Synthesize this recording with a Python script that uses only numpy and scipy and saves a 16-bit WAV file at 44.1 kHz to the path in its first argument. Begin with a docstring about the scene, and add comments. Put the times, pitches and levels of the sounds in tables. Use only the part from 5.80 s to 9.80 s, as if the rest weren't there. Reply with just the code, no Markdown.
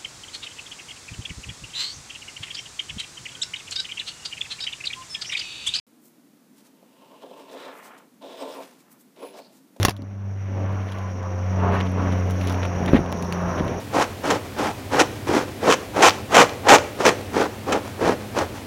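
"""A round dock scrapes on a wooden table as a hand turns it in three twists.
Its base slips over the grain in tiny jerks that make the table top ring and rasp. Now and then
it catches with a knock or gives a thin squeak, and its cable drags along behind.
Fingers brush and tap the dock in a small, quiet room with a low murmur of ventilation."""
import sys
import numpy as np
from scipy import signal
from scipy.fft import rfft, irfft
from scipy.io import wavfile
from scipy.ndimage import map_coordinates

SR = 44100
rng = np.random.default_rng(int(sys.argv[2]) if len(sys.argv) > 2 else 0)


def inscribe(sig):
    """Save sig as 16-bit PCM at rate SR to the path in sys.argv[1].

    A 1-D sig is mono; a 2-D sig holds one channel per row.
    Samples are clipped to [-1, 1] before scaling.
    """
    pcm = np.round(np.clip(np.atleast_2d(sig).T, -1, 1) * 32767)
    wavfile.write(sys.argv[1], SR, pcm.astype(np.int16))


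N = 176400

# the tone of the room's murmur and hiss (frequency [Hz], relative level [dB])
MURMUR_SPECTRUM = [(25, -64), (98, -31), (129, -19), (182, -9), (252, -3.5), (296, -6.5), (357, -13),
                   (610, -21), (889, -24.5), (1940, -29.5), (2670, -32), (15300, -34.5)]
# light touches of skin and cloth (middle [s], length [s], level [dB], treble tilt [dB per octave])
BRUSH_STROKES = [(.262, 0.053, -55, 7), (0.788, 0.053, -59.5, -0.5), (0.863, 0.029, -57, -1),
                 (1.602, 0.04, -57, -2), (1.732, 0.034, -51, -4), (1.974, 0.048, -56, 3),
                 (2.057, 0.045, -51, 1.5), (2.186, 0.013, -55, 0.5), (2.775, 0.25, -53, -3),
                 (3.004, 0.028, -59.5, 0.5), (3.123, 0.028, -53, 8), (3.209, 0.027, -57.5, 6.5),
                 (3.586, 0.028, -49.5, -4), (3.758, 0.049, -58.5, 1), (3.967, 0.0056, -54, -2.5)]
# the tone of a brush before its tilt (frequency [Hz], relative level [dB])
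BRUSH_SPECTRUM = [(60, -104), (500, 5.5), (2000, 3), (8000, 4.5), (11000, 1), (14500, 0.5)]
# how loud each twist is as it goes (time [s], relative ring level [dB], relative rasp level [dB])
FIRST_TWIST = [(.78, -70, -82), (1.08, -69.5, -74), (1.18, -60.5, -66.5), (1.25, -53, -63.5),
               (1.285, -57.5, -66), (1.345, -49, -63), (1.40, -62.5, -65.5), (1.425, -41, -54),
               (1.443, -44.5, -63), (1.50, -54, -62), (1.56, -46, -59), (1.665, -54, -60), (1.71, -42, -53),
               (1.75, -40, -56.5), (1.78, -49, -51), (1.85, -42.5, -50.5), (1.928, -49, -56.5),
               (1.95, -50.5, -68), (2.19, -59, -69), (2.25, -65, -91)]
SECOND_TWIST = [(2.407, -51.5, -75), (2.421, -41.5, -54.5), (2.49, -44, -55), (2.524, -40, -50.5),
                (2.575, -48, -54.5), (2.612, -35, -46), (2.629, -35, -48), (2.67, -37.5, -55),
                (2.73, -42.5, -50.5), (2.762, -37, -50.5), (2.804, -40.5, -63), (2.835, -53.5, -50.5),
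                (2.86, -68, -70), (3.0, -74, -89)]
THIRD_TWIST = [(3.359, -54, -63), (3.405, -43, -55.5), (3.438, -36.5, -55), (3.468, -47.5, -54.5),
               (3.52, -51.5, -60.5), (3.56, -45.5, -56), (3.597, -49, -61), (3.62, -59, -64),
               (3.799, -70, -80)]
# the notes of the table top with the dock on it (frequency [Hz], width [Hz], relative level [dB])
WOOD_NOTES = [(269, 17, -0.5), (389, 26, -3), (442, 24, -4), (494, 29, -2), (526, 25, -3), (584, 28, -2),
              (655, 20, -1.5), (714, 16, -6), (762, 22, -11), (884, 41, -6), (962, 24, -7), (1040, 53, -10),
              (1189, 24, -14), (1338, 24, -17)]
# the tone of the base's gritty rasp (frequency [Hz], relative level [dB])
RASP_SPECTRUM = [(60, -17), (300, -14.5), (1100, -4.5), (1550, -2), (2050, -3), (2600, 1.5), (3450, 0.5),
                 (4020, -0.5), (4350, -5), (5100, -4), (6000, -9.5), (8200, -11), (11500, -19.5),
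                 (14500, -15.5)]
# each push moves the point of contact (start [s], boosted ring pitch [Hz], boosted rasp pitch [Hz])
HAND_PUSHES = [(1.1, 960, 2860), (1.42, 376, 3220), (1.53, 1040, 2780), (1.69, 480, 3730), (2.4, 547, 3600),
               (2.59, 840, 3370), (2.645, 640, 3500), (2.75, 970, 2500), (3.35, 450, 2310),
               (3.54, 775, 5400)]
# the base catches or a finger knocks (time [s], relative level [dB])
KNOCK_HITS = [(1.028, -44), (1.439, -34), (1.512, -33), (1.739, -33), (1.749, -31), (1.890, -38),
              (2.445, -40), (2.466, -38), (2.623, -25), (2.652, -27), (2.803, -33), (3.417, -36),
              (3.428, -31), (3.594, -34), (3.963, -40)]
# how loud each drag of the cable is as it goes (time [s], relative level [dB])
FIRST_DRAG = [(1.68, -81), (1.76, -47.5), (1.83, -42), (1.95, -42.5), (2.07, -43), (2.18, -47.5),
              (2.24, -57), (2.3, -84)]
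SECOND_DRAG = [(2.68, -75), (2.745, -49.5), (2.83, -56.5), (2.96, -70), (3.13, -56), (3.3, -84)]
# the tone of the cable on the wood (frequency [Hz], relative level [dB])
CABLE_SPECTRUM = [(80, -72), (300, -32), (600, 15), (1000, 19), (1380, 18), (1560, 11.5), (1720, 14.5),
                  (2300, 10), (3300, 2), (4500, -38)]
# thin squeaks of the base (middle [s], length [s], pitch [Hz], level [dB])
BASE_SQUEAKS = [(2.61, .03, 5100, -51), (2.615, .03, 8300, -57), (2.73, .04, 5200, -55),
                (2.77, .17, 14220, -62.5), (2.8, .12, 10530, -64), (2.71, .05, 8700, -62),
                (3.455, .07, 10500, -56), (3.47, .06, 14400, -64), (3.635, .07, 4480, -59)]
# how long the room's echo lasts (frequency [Hz], time to fade by 60 dB [s])
ECHO_TIMES = [(200, 0.46), (1500, 0.37), (8000, 0.4)]

TIME = np.arange(N) / SR  # of each sample, in seconds


def amp(db):
    """Turn decibels into a number to multiply by."""
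    return 10 ** (np.asarray(db) / 20)


def unit(x):
    """Scale x to an average power of 1."""
    return x / np.sqrt(np.mean(x ** 2) + 1e-20)


def along(points, hz):
    """Read between (frequency, value) points, with octaves evenly spaced."""
    freqs, values = np.transpose(points)
    return np.interp(np.log(hz + 1), np.log(freqs + 1), values)


def level(rows, column=1):
    """A volume curve that follows one dB column of a table, silent before and after."""
    rows = np.array(rows)
    return amp(np.interp(TIME, rows[:, 0], rows[:, column], left=-140, right=-140))


def wobble(per_s):
    """A smooth curve through per_s random values a second."""
    return map_coordinates(rng.standard_normal(N // 20), [TIME * per_s], mode="wrap")


def swell(centre, length):
    """A bell-shaped rise and fall."""
    return np.exp(-2 * ((TIME - centre) / length) ** 2)


def colour(points, size=8192):
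    """A filter with this tone, given as its answer to a single click."""
    gain = amp(along(points, np.fft.rfftfreq(size, 1 / SR)))
    cepstrum = irfft(np.log(gain))
    # fold the second half onto the first, so nothing sounds before the click
    cepstrum[1:size // 2] *= 2
    cepstrum[size // 2 + 1:] = 0
    response = irfft(np.exp(rfft(cepstrum)))
    return response / np.linalg.norm(response)


def through(x, response):
    """Play x through a filter."""
    return signal.fftconvolve(x, response)[:N]


def ventilation(level_db=-57):
    """Moving air makes a steady low murmur and a faint hiss."""
    return amp(level_db) * unit(through(rng.standard_normal(N), colour(MURMUR_SPECTRUM)))


def brushes(rough_db=2):
    """Skin and cloth swish softly as the hand moves and takes a new grip."""
    out = np.zeros(N)
    for centre, length, db, tilt in BRUSH_STROKES:
        tone = [(hz, tone_db + tilt * np.log2(hz)) for hz, tone_db in BRUSH_SPECTRUM]
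        fibres = unit(rng.standard_normal(N) * amp(rough_db * wobble(per_s=300)))
        out += through(amp(db) * swell(centre, length) * fibres, colour(tone))
    return out


def slips(wobbles_per_s, slips_per_s=3500, spread_db=3, wobble_db=1.5):
    """Sliding is a stream of tiny jerks of uneven size, whose strength wavers."""
    hits = rng.random(N) < slips_per_s / SR
    signs = rng.choice([-1, 1], N)
    sizes = amp(spread_db * np.clip(rng.standard_normal(N), -2, 2))
    return unit(hits * signs * sizes * amp(wobble_db * wobble(wobbles_per_s)))


def table_ring(low_hz=245, high_hz=1450):
    """One jolt rings all the table top's notes, with little bass; wider notes fade sooner."""
    t = np.arange(SR // 4) / SR
    ring = np.zeros(len(t))
    for k, (hz, width, db) in enumerate(WOOD_NOTES):
        fade = np.exp(-np.pi * width * t)
        ring += (-1) ** k * amp(db) * width * fade * np.cos(2 * np.pi * hz * t)
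    band = signal.butter(2, [low_hz, high_hz], "band", fs=SR, output="sos")
    ring = signal.sosfilt(band, ring)
    return ring / np.linalg.norm(ring)


def pushed(x, pitches_hz, boost_db, width_octaves):
    """Each push brings out its own pitch in x, keeping about the same overall power."""
    hz, t, spectrum = signal.stft(x, SR, nperseg=512)
    starts = [row[0] for row in HAND_PUSHES]
    push = np.maximum(np.searchsorted(starts, t) - 1, 0)
    distance = np.log2((hz[:, None] + 1) / pitches_hz[push]) / width_octaves
    gain = amp(boost_db * np.exp(-.5 * distance ** 2))
    power = np.mean(np.abs(spectrum) ** 2, axis=1)
    gain /= np.sqrt(power @ gain ** 2 / power.sum())
    return signal.istft(spectrum * gain, SR, nperseg=512)[1][:N]


def twisting(ring_db=0.5, rasp_db=1):
    """The jerking base rings the wood and rasps on its grain, with a new tone at each push."""
    twists = FIRST_TWIST, SECOND_TWIST, THIRD_TWIST
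    _, ring_hz, rasp_hz = np.transpose(HAND_PUSHES)
    jerks = slips(wobbles_per_s=110)
    ring = through(jerks * sum(level(rows, column=1) for rows in twists), table_ring())
    rasp = through(jerks * sum(level(rows, column=2) for rows in twists), colour(RASP_SPECTRUM))
    ring = pushed(ring, ring_hz, boost_db=6, width_octaves=.2)
    rasp = pushed(rasp, rasp_hz, boost_db=5.5, width_octaves=.12)
    return amp(ring_db) * ring + amp(rasp_db) * rasp


def knocks(boost_db=15, thud_hz=544, thud_s=.0015, thud_db=2.5, click_s=.005, click_db=-17):
    """Each catch or tap rings the table, with a dull thud and a short gritty click."""
    blows = np.zeros(N)
    for start, db in KNOCK_HITS:
        blows[round(start * SR)] = amp(db + boost_db)
    t = np.arange(SR // 20) / SR
    grit = rng.standard_normal(len(t)) * np.exp(-t / click_s)
    clicks = through(through(blows, grit / np.linalg.norm(grit)), colour(RASP_SPECTRUM))
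    pulse = np.diff(t * np.exp(-t / thud_s) * np.sin(2 * np.pi * thud_hz * t))
    thuds = through(blows, pulse / np.linalg.norm(pulse))
    ring = through(blows, table_ring(low_hz=159))
    return ring + amp(thud_db) * thuds + amp(click_db) * clicks


def cable(gain_db=-5):
    """The cable ripples over the ridges of the wood in two drags."""
    drag = slips(wobbles_per_s=220.2) * (level(FIRST_DRAG) + level(SECOND_DRAG))
    return amp(gain_db) * through(drag, colour(CABLE_SPECTRUM))


def squeaks(flutter_db=3.2):
    """The base sticks and slips in fluttering whistles: the higher, the purer."""
    out = np.zeros(N)
    t = np.arange(SR // 50) / SR
    for centre, length, hz, db in BASE_SQUEAKS:
        width_hz = 190 * 10000 / hz  # 190 Hz for a squeak at 10000 Hz
        ring = t * np.exp(-2 * np.pi * width_hz * t) * np.sin(2 * np.pi * hz * t)
        friction = rng.standard_normal(N) * amp(flutter_db * wobble(per_s=150))
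        out += amp(db) * swell(centre, length) * unit(through(friction, ring))
    return out


def wall_echo(x, level_db=-11):
    """The walls send back a short echo in which each pitch fades at its own speed."""
    hz, t, noise = signal.stft(rng.standard_normal(SR // 2), SR, nperseg=256)
    fade = amp(-60 * t / along(ECHO_TIMES, hz)[:, None])
    tail = signal.istft(noise * fade, SR, nperseg=256)[1]
    delayed = np.pad(tail / np.linalg.norm(tail), (SR // 200, 0))  # 5 ms late
    return amp(level_db) * through(x, delayed)


def scene():
    """The dock, the hand and the room, mixed into one channel."""
    near = twisting() + knocks() + cable() + brushes() + squeaks()
    return (near + wall_echo(near) + ventilation())[None]


def record(dry, start_s=.067, top_hz=15350):
    """The microphone opens after a moment and keeps nothing above top_hz."""
    opened = dry * (TIME > start_s)
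    kept = np.fft.rfftfreq(N, 1 / SR) < top_hz
    return irfft(rfft(opened) * kept, N)


dry = scene()
out = record(dry)
inscribe(out)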